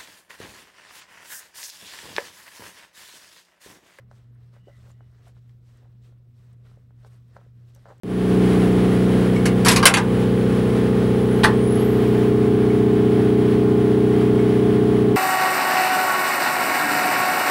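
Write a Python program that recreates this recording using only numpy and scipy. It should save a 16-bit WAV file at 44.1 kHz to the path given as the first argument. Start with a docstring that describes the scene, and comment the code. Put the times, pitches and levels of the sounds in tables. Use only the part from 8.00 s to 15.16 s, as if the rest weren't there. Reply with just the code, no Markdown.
"""A hard drive goes through a degausser, heard from close by inside the steel box of a truck.
A switch clicks, the drive rattles down the slot, knocks a flap open and lands hard; a charger
whistles upward and the magnet coil fires with a bang. Behind it a generator engine drones and fans
rush. The microphone drifts some 30 cm along the machine, through the standing waves of the box;
the recorder fades in, ducks after the blows and clips."""
import sys
import numpy as np
from scipy import signal
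from scipy.fft import rfft, irfft
from scipy.io import wavfile

SR = 44100
rng = np.random.default_rng(int(sys.argv[2]) if len(sys.argv) > 2 else 0)


def file_out(sig):
    """Save sig as 16-bit WAV at sys.argv[1]."""
    # one column per channel
    cols = np.atleast_2d(sig).T
    # limit, then scale
    lim = np.clip(cols, -1, 1)
    pcm = np.round(lim * 32767).astype(np.int16)
    wavfile.write(sys.argv[1], SR, pcm)


N = 315756

# the microphone's drift along the machine: time_s, place_m
MIC_PATH = [(0.4, 0.0), (1.5, 0.072), (2.3, 0.118), (3.4, 0.174), (4.4, 0.253), (5.5, 0.291), (7.1, 0.277)]


def amp(db):
    """Decibels to gain."""
    return 10 ** (np.asarray(db) / 20)


def unit(x):
    """Scales to rms 1."""
    return x / np.sqrt(np.mean(x ** 2) + 1e-20)


def at_hz(points, hz):
    """Reads a table over frequency on a log axis."""
    points_hz, values = np.transpose(points)
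    return np.interp(np.log(hz + 1), np.log(points_hz + 1), values)


def curve(rows):
    """The value of a time table at every sample."""
    times_s, values = np.transpose(rows)
    return np.interp(np.arange(N) / SR, times_s, values)


def wander(rate_hz):
    """Random drift of rms 1, mostly slower than rate_hz."""
    coarse = rng.standard_normal(2048)
    hz = np.fft.rfftfreq(len(coarse), N / SR / len(coarse))
    slow = unit(irfft(rfft(coarse) / (1 + (hz / rate_hz) ** 2)))
    return np.interp(np.linspace(0, len(slow) - 1, N), np.arange(len(slow)), slow)


def add(mix, start_s, sound):
    """Lays a sound into the mix."""
    part = mix[round(start_s * SR):][:len(sound)]
    part += sound[:len(part)]


def snap(gain_db):
    """Impulse response of energy 1 with a sharp front and the given spectral shape."""
    log_gain = np.log(amp(np.r_[gain_db, gain_db[-2:0:-1]]))
    minimum_phase = np.exp(np.conj(signal.hilbert(log_gain)))
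    taps = np.fft.ifft(minimum_phase).real
    return taps / np.linalg.norm(taps)


def ring(modes):
    """Dying sines of a struck body, with energy 1."""
    t = np.arange(SR // 2) / SR
    sound = sum(amp(db - 60 * t / t60_s) * np.sin(2 * np.pi * (hz * t + rng.random()))
                for hz, db, t60_s in modes)
    return sound / np.linalg.norm(sound)


def box_echo():
    """Dense reflections between close steel walls, each band dying at its own speed."""
    # reverberation of the truck box: band_hz, t60_s
    decay = [(100, 0.17), (1000, 0.26), (2000, 0.16), (5000, 0.11), (10000, 0.094), (16000, 0.1)]
    hz, t, bands = signal.stft(rng.standard_normal(SR // 2), SR, nperseg=128)
    fade = amp(-60 * t / at_hz(decay, hz)[:, None])
    tail = signal.istft(bands * fade, SR)[1][:SR // 2]
    return tail / np.linalg.norm(tail)


def thin_whine(pitch_hz=15683, level_db=-64):
    """A faint, steady, very high electronic tone."""
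    return amp(level_db) * np.sqrt(2) * np.sin(2 * np.pi * pitch_hz * np.arange(N) / SR)


def fans(level_db=-27.5, split_hz=5000, flicker_db=0.95, body_db_per_m=-11, treble_db_per_m=-20):
    """Moving air fades as the microphone drifts away, its more directional treble faster."""
    # spectrum of the cooling fans: band_hz, relative_db
    rush = [(20, -25), (45, -5), (120, 2), (230, 7), (450, -0.5), (650, -3), (1000, -7.5), (1800, -9.5),
            (2750, -15.5), (3150, -13.5), (3700, -19), (6500, -31), (8500, -29.5), (10300, -25.5),
            (12500, -36.5), (15500, -49)]
    hz = np.fft.rfftfreq(N, 1 / SR)
    air = unit(irfft(rfft(rng.standard_normal(N)) * amp(at_hz(rush, hz)), N))
    treble = irfft(rfft(air) * hz ** 4 / (hz ** 4 + split_hz ** 4), N)
    place_m = curve(MIC_PATH)
    at_mic = (air - treble) * amp(body_db_per_m * place_m) + treble * amp(2 + treble_db_per_m * place_m)
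    return at_mic * amp(level_db + flicker_db * wander(5.1))


def standing_wave(place_m, hz, node_m, node_gain, sound_m_per_s=343):
    """Strength at a place in the box: 1 at the crests, node_gain at nodes half a wavelength apart."""
    angle = 2 * np.pi * (place_m - node_m) * hz / sound_m_per_s
    return np.hypot(np.sin(angle), node_gain * np.cos(angle))


def shaft_order(turns, order, phase_spread=0.099):
    """One order as a sine; its phase is offset by the order squared, softening the throb into a buzz."""
    # half orders lie a quarter cycle off, so that alternate turns throb about equally hard
    offset = order % 1 / 2
    return np.sqrt(2) * np.sin(2 * np.pi * (order * turns - phase_spread * order ** 2 + offset))


def engine(shaft_hz=30.715, strong_flutter=0.02, weak_flutter=0.1, weak_db=-1):
    """The generator throbs once a turn; its strong orders dip as the microphone passes their nodes."""
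    # orders that stand as waves in the box: shaft_multiple, crest_db, node_m, node_gain
    strong_orders = [(2.0, -28.1, 0.493, 0.1), (4.0, -24.0, -0.465, 0.6), (6.0, -15.6, 0.241, 0.25),
                     (7.0, -23.9, -0.166, 0.05), (8.0, -24.3, 0.144, 0.6), (9.0, -30.5, 0.312, 0.7),
                     (10.0, -22.0, 0.124, 0.25), (12.0, -27.3, 0.19, 0.8), (13.0, -22.5, 0.091, 0.05),
                     (13.5, -33.2, 0.023, 0.3), (14.0, -22.0, 0.081, 0.4), (15.0, -29.9, 0.306, 0.35),
                     (15.5, -34.1, -0.035, 0.15), (16.0, -37.1, 0.248, 0.05), (17.0, -35.2, 0.264, 0.2),
                     (23.0, -40.9, 0.141, 0.05)]
    # weaker orders, the halves from the four-stroke cycle: shaft_multiple, relative_db
    weak_orders = [(2.5, -40), (3, -39), (3.5, -33.5), (4.5, -43), (5, -48), (5.5, -43), (6.5, -41),
                   (7.5, -44), (8.5, -39), (9.5, -42), (10.5, -44), (11.5, -43), (12.5, -39), (14.5, -42),
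                   (16.5, -44), (21, -46), (25, -49), (26, -45), (27, -50), (28, -46), (34, -48), (36, -49),
                   (38, -53), (40, -52), (46, -53)]
    turns = np.cumsum(shaft_hz + 0.02 * wander(0.7)) / SR
    place_m, out = curve(MIC_PATH), np.zeros(N)
    for order, db, node_m, node_gain in strong_orders:
        level = amp(db) * standing_wave(place_m, order * shaft_hz, node_m, node_gain)
        out += level * (1 + strong_flutter * wander(3.5)) * shaft_order(turns, order)
    for order, db in weak_orders:
        level = amp(db + weak_db) * (1 + weak_flutter * wander(0.36))
        out += level * shaft_order(turns + rng.random(), order)
    return out


def tinks(taps, modes, gain_db, echo_db):
    """A small metal part rings briefly into the box; a tap's tilt brings out its high modes."""
    out = np.zeros(N)
    for start_s, db, tilt_db in taps:
        tink = ring([(hz, mode_db + tilt_db * np.log2(hz), t60_s) for hz, mode_db, t60_s in modes])
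        echo = signal.fftconvolve(tink, box_echo())[:len(tink)]
        add(out, start_s, amp(db + gain_db) * (tink + amp(echo_db) * echo))
    return out


def switch_ticks():
    """The switch and loose parts give small metal ticks."""
    # the ticks: start_s, relative_db, tilt_db_per_octave
    taps = [(1.363, -25.5, 7), (1.462, -21, -1), (4.70, -30.5, 0), (6.392, -30.5, 5)]
    # their ring: pitch_hz, relative_db, t60_s
    modes = [(2170, -1, .09), (2228, 6, .1), (2330, -11, .07), (2750, -7, .06), (5370, -14, .06),
             (7750, -20, .1)]
    return tinks(taps, modes, gain_db=19, echo_db=-2)


def chute_flap():
    """A flap in the chute is knocked open and rings."""
    # the knock: start_s, relative_db, tilt_db_per_octave
    taps = [(1.829, -16, 0)]
    # ring of the flap: pitch_hz, relative_db, t60_s
    modes = [(1080, 2, 0.13), (3840, -15, 0.11), (4800, -7, .14), (5609, -8, .1), (10900, -16, .08)]
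    return tinks(taps, modes, gain_db=23.5, echo_db=-7)


def charger(start_s=3.015, tau_s=1.45, full_hz=26913, overtone_db_per_octave=-7, gain_db=-4.5):
    """The switching rate follows the filling capacitor's voltage: a whistle climbs out of hearing."""
    # how loudly the transformer radiates: pitch_hz, relative_db
    radiation = [(2000, -85), (7000, -66), (8500, -54), (9500, -41.5), (10500, -40), (12000, -46.5),
                 (13500, -54), (15800, -56)]
    charging_s = np.maximum(np.arange(N) / SR - start_s, 0)
    hz = full_hz * (1 - np.exp(-charging_s / tau_s))
    phase = 2 * np.pi * np.cumsum(hz) / SR
    whistle = np.zeros(N)
    for k in range(1, 5):
        level = amp(at_hz(radiation, k * hz) + overtone_db_per_octave * np.log2(k))
        whistle += level * (k * hz < SR / 2) * np.sin(k * phase)
    # echoes off the nearest walls make the sweep flicker
    walls = sum(np.roll(whistle, round(delay_s * SR)) for delay_s in rng.uniform(0.001, 0.008, 4)) / 2
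    echo = signal.fftconvolve(whistle, box_echo())[:N]
    return amp(gain_db) * (whistle + amp(2) * walls + 0.5 * echo)


def strikes(blows, colour, modes, gain_db, ring_db, direct_db, grind, damped_s=(0, 0), damp_db=0):
    """Each contact snaps, chatters, rings the metal and fills the box; within damped_s it rings less."""
    hz, t = np.fft.rfftfreq(2048, 1 / SR), np.arange(SR // 16) / SR
    octaves = np.log2(np.maximum(hz, 500) / 2000)
    metal, out = ring(modes), np.zeros(N)
    for start_s, db, tilt_db, contact_s in blows:
        damped = damped_s[0] < start_s < damped_s[1]
        response = box_echo() + amp(ring_db + damp_db * damped) * metal
        response[0] += amp(direct_db)
        chatter = rng.standard_normal(len(t)) * np.exp(-t / contact_s)
        chatter *= grind / np.linalg.norm(chatter)
        chatter[0] = 1  # the first touch
        clack = snap(at_hz(colour, hz) + tilt_db * octaves)
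        force = signal.fftconvolve(chatter / np.linalg.norm(chatter), clack)
        add(out, start_s, amp(db + gain_db) * signal.fftconvolve(response, force))
    return out


def magnet_bang():
    """The magnet pulse jolts the coil and rings its housing."""
    # the jolts: start_s, relative_db, tilt_db_per_octave, contact_s
    jolts = [(3.4345, -9.5, -2, 0.0016), (3.4412, -11, .5, 0.0057)]
    # spectrum of a jolt: band_hz, relative_db
    colour = [(100, -9), (500, -10), (850, 2.5), (1200, 2), (1850, 0.5), (2500, -5.5), (4500, -7),
              (7000, -20.5), (10300, -12.5), (13000, -29), (15500, -37)]
    # ring of the housing: pitch_hz, relative_db, t60_s
    modes = [(863, 8, 0.25), (988, -1, .2), (1070, -4, 0.34), (1177, 1, .28), (1290, -5, 0.27),
             (1530, 1, 0.15), (1780, -8, .13), (1870, 7, .11), (2350, -4, .11), (3550, -8, 0.11)]
    return strikes(jolts, colour, modes, gain_db=25, ring_db=-9, direct_db=-22, grind=1.1)


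def falling_drive():
    """The drive rattles down the slot, damping the steel as it slides against it, then lands hard."""
    # blows on the steel case: start_s, relative_db, tilt_db_per_octave, contact_s
    blows = [(1.456, -18.5, 1, 0.01), (1.649, -15.5, 2.5, .005), (1.660, -9.5, -1, 0.016),
             (1.673, -12, -4.5, .0073), (1.684, -6.5, 3.5, 0.0034), (1.699, -15, -3, 0.011),
             (1.713, -12, 2.5, 0.014), (1.7613, -11, 1, 0.0042), (1.828, -13.5, -4.5, .006),
             (1.8551, 5, 0.9, 0.0041), (1.866, 1, 2.5, 0.0025), (1.939, -4.5, -1.8, 0.002),
             (1.970, -11, -2, .0053)]
    # spectrum of a blow: band_hz, relative_db
    colour = [(100, -11), (450, -6), (700, -4), (1050, 2), (1600, 1.5), (2400, 2.5), (3200, -2), (4400, -2),
              (6500, -6.5), (8000, -7), (10000, -4), (12500, -17), (15500, -32)]
    # ring of the case and its chute: pitch_hz, relative_db, t60_s
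    modes = [(767, -2, 0.11), (1080, -10, 0.28), (1203, -16, .25), (1364, -2, 0.1), (1610, 0, 0.14),
             (1610, 0, 0.15), (2434, -1, 0.09), (2800, -11, .12), (2790, -9, 0.21), (3200, -9, .1),
             (4550, 10.5, 0.039), (4650, -8, 0.076), (4750, -10, 0.11), (5430, 1, 0.087), (5910, -1, 0.093),
             (8750, 0, 0.1), (9300, -11, 0.09), (10100, -7, .07), (10200, 2, .07), (10640, -10, 0.073)]
    return strikes(blows, colour, modes, gain_db=23.5, ring_db=-7.5, direct_db=-14, grind=0.98,
                   damped_s=(1.64, 1.78), damp_db=-21)


def scene():
    """One microphone beside the degausser, with engine and fans behind it."""
    knocks = falling_drive() + magnet_bang() + switch_ticks() + chute_flap()
    return (knocks + engine() + fans() + charger() + thin_whine())[None]


def record(dry, threshold_db=-11, squeeze=0.65, release_db_per_s=35, edge_hz=15950):
    """The recorder fades in, ducks after loud blows, clips the peaks and cuts the highest treble."""
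    t = np.arange(N) / SR
    fade_in = np.interp(t, [0.035, 0.375], [amp(-17), 1], left=0)
    power = signal.lfilter(*signal.butter(1, 10, fs=SR), dry[0] ** 2)
    over_db = np.maximum(10 * np.log10(power + 1e-12) - threshold_db, 0)
    held_db = np.maximum.accumulate(over_db + release_db_per_s * t) - release_db_per_s * t
    clipped = np.clip(dry * fade_in * amp(-squeeze * held_db), -1, 1)
    lowpass = signal.firwin(511, edge_hz, window=("kaiser", 9), fs=SR)
    return signal.oaconvolve(clipped, lowpass[None], "same")


dry = scene()
out = record(dry)
file_out(out)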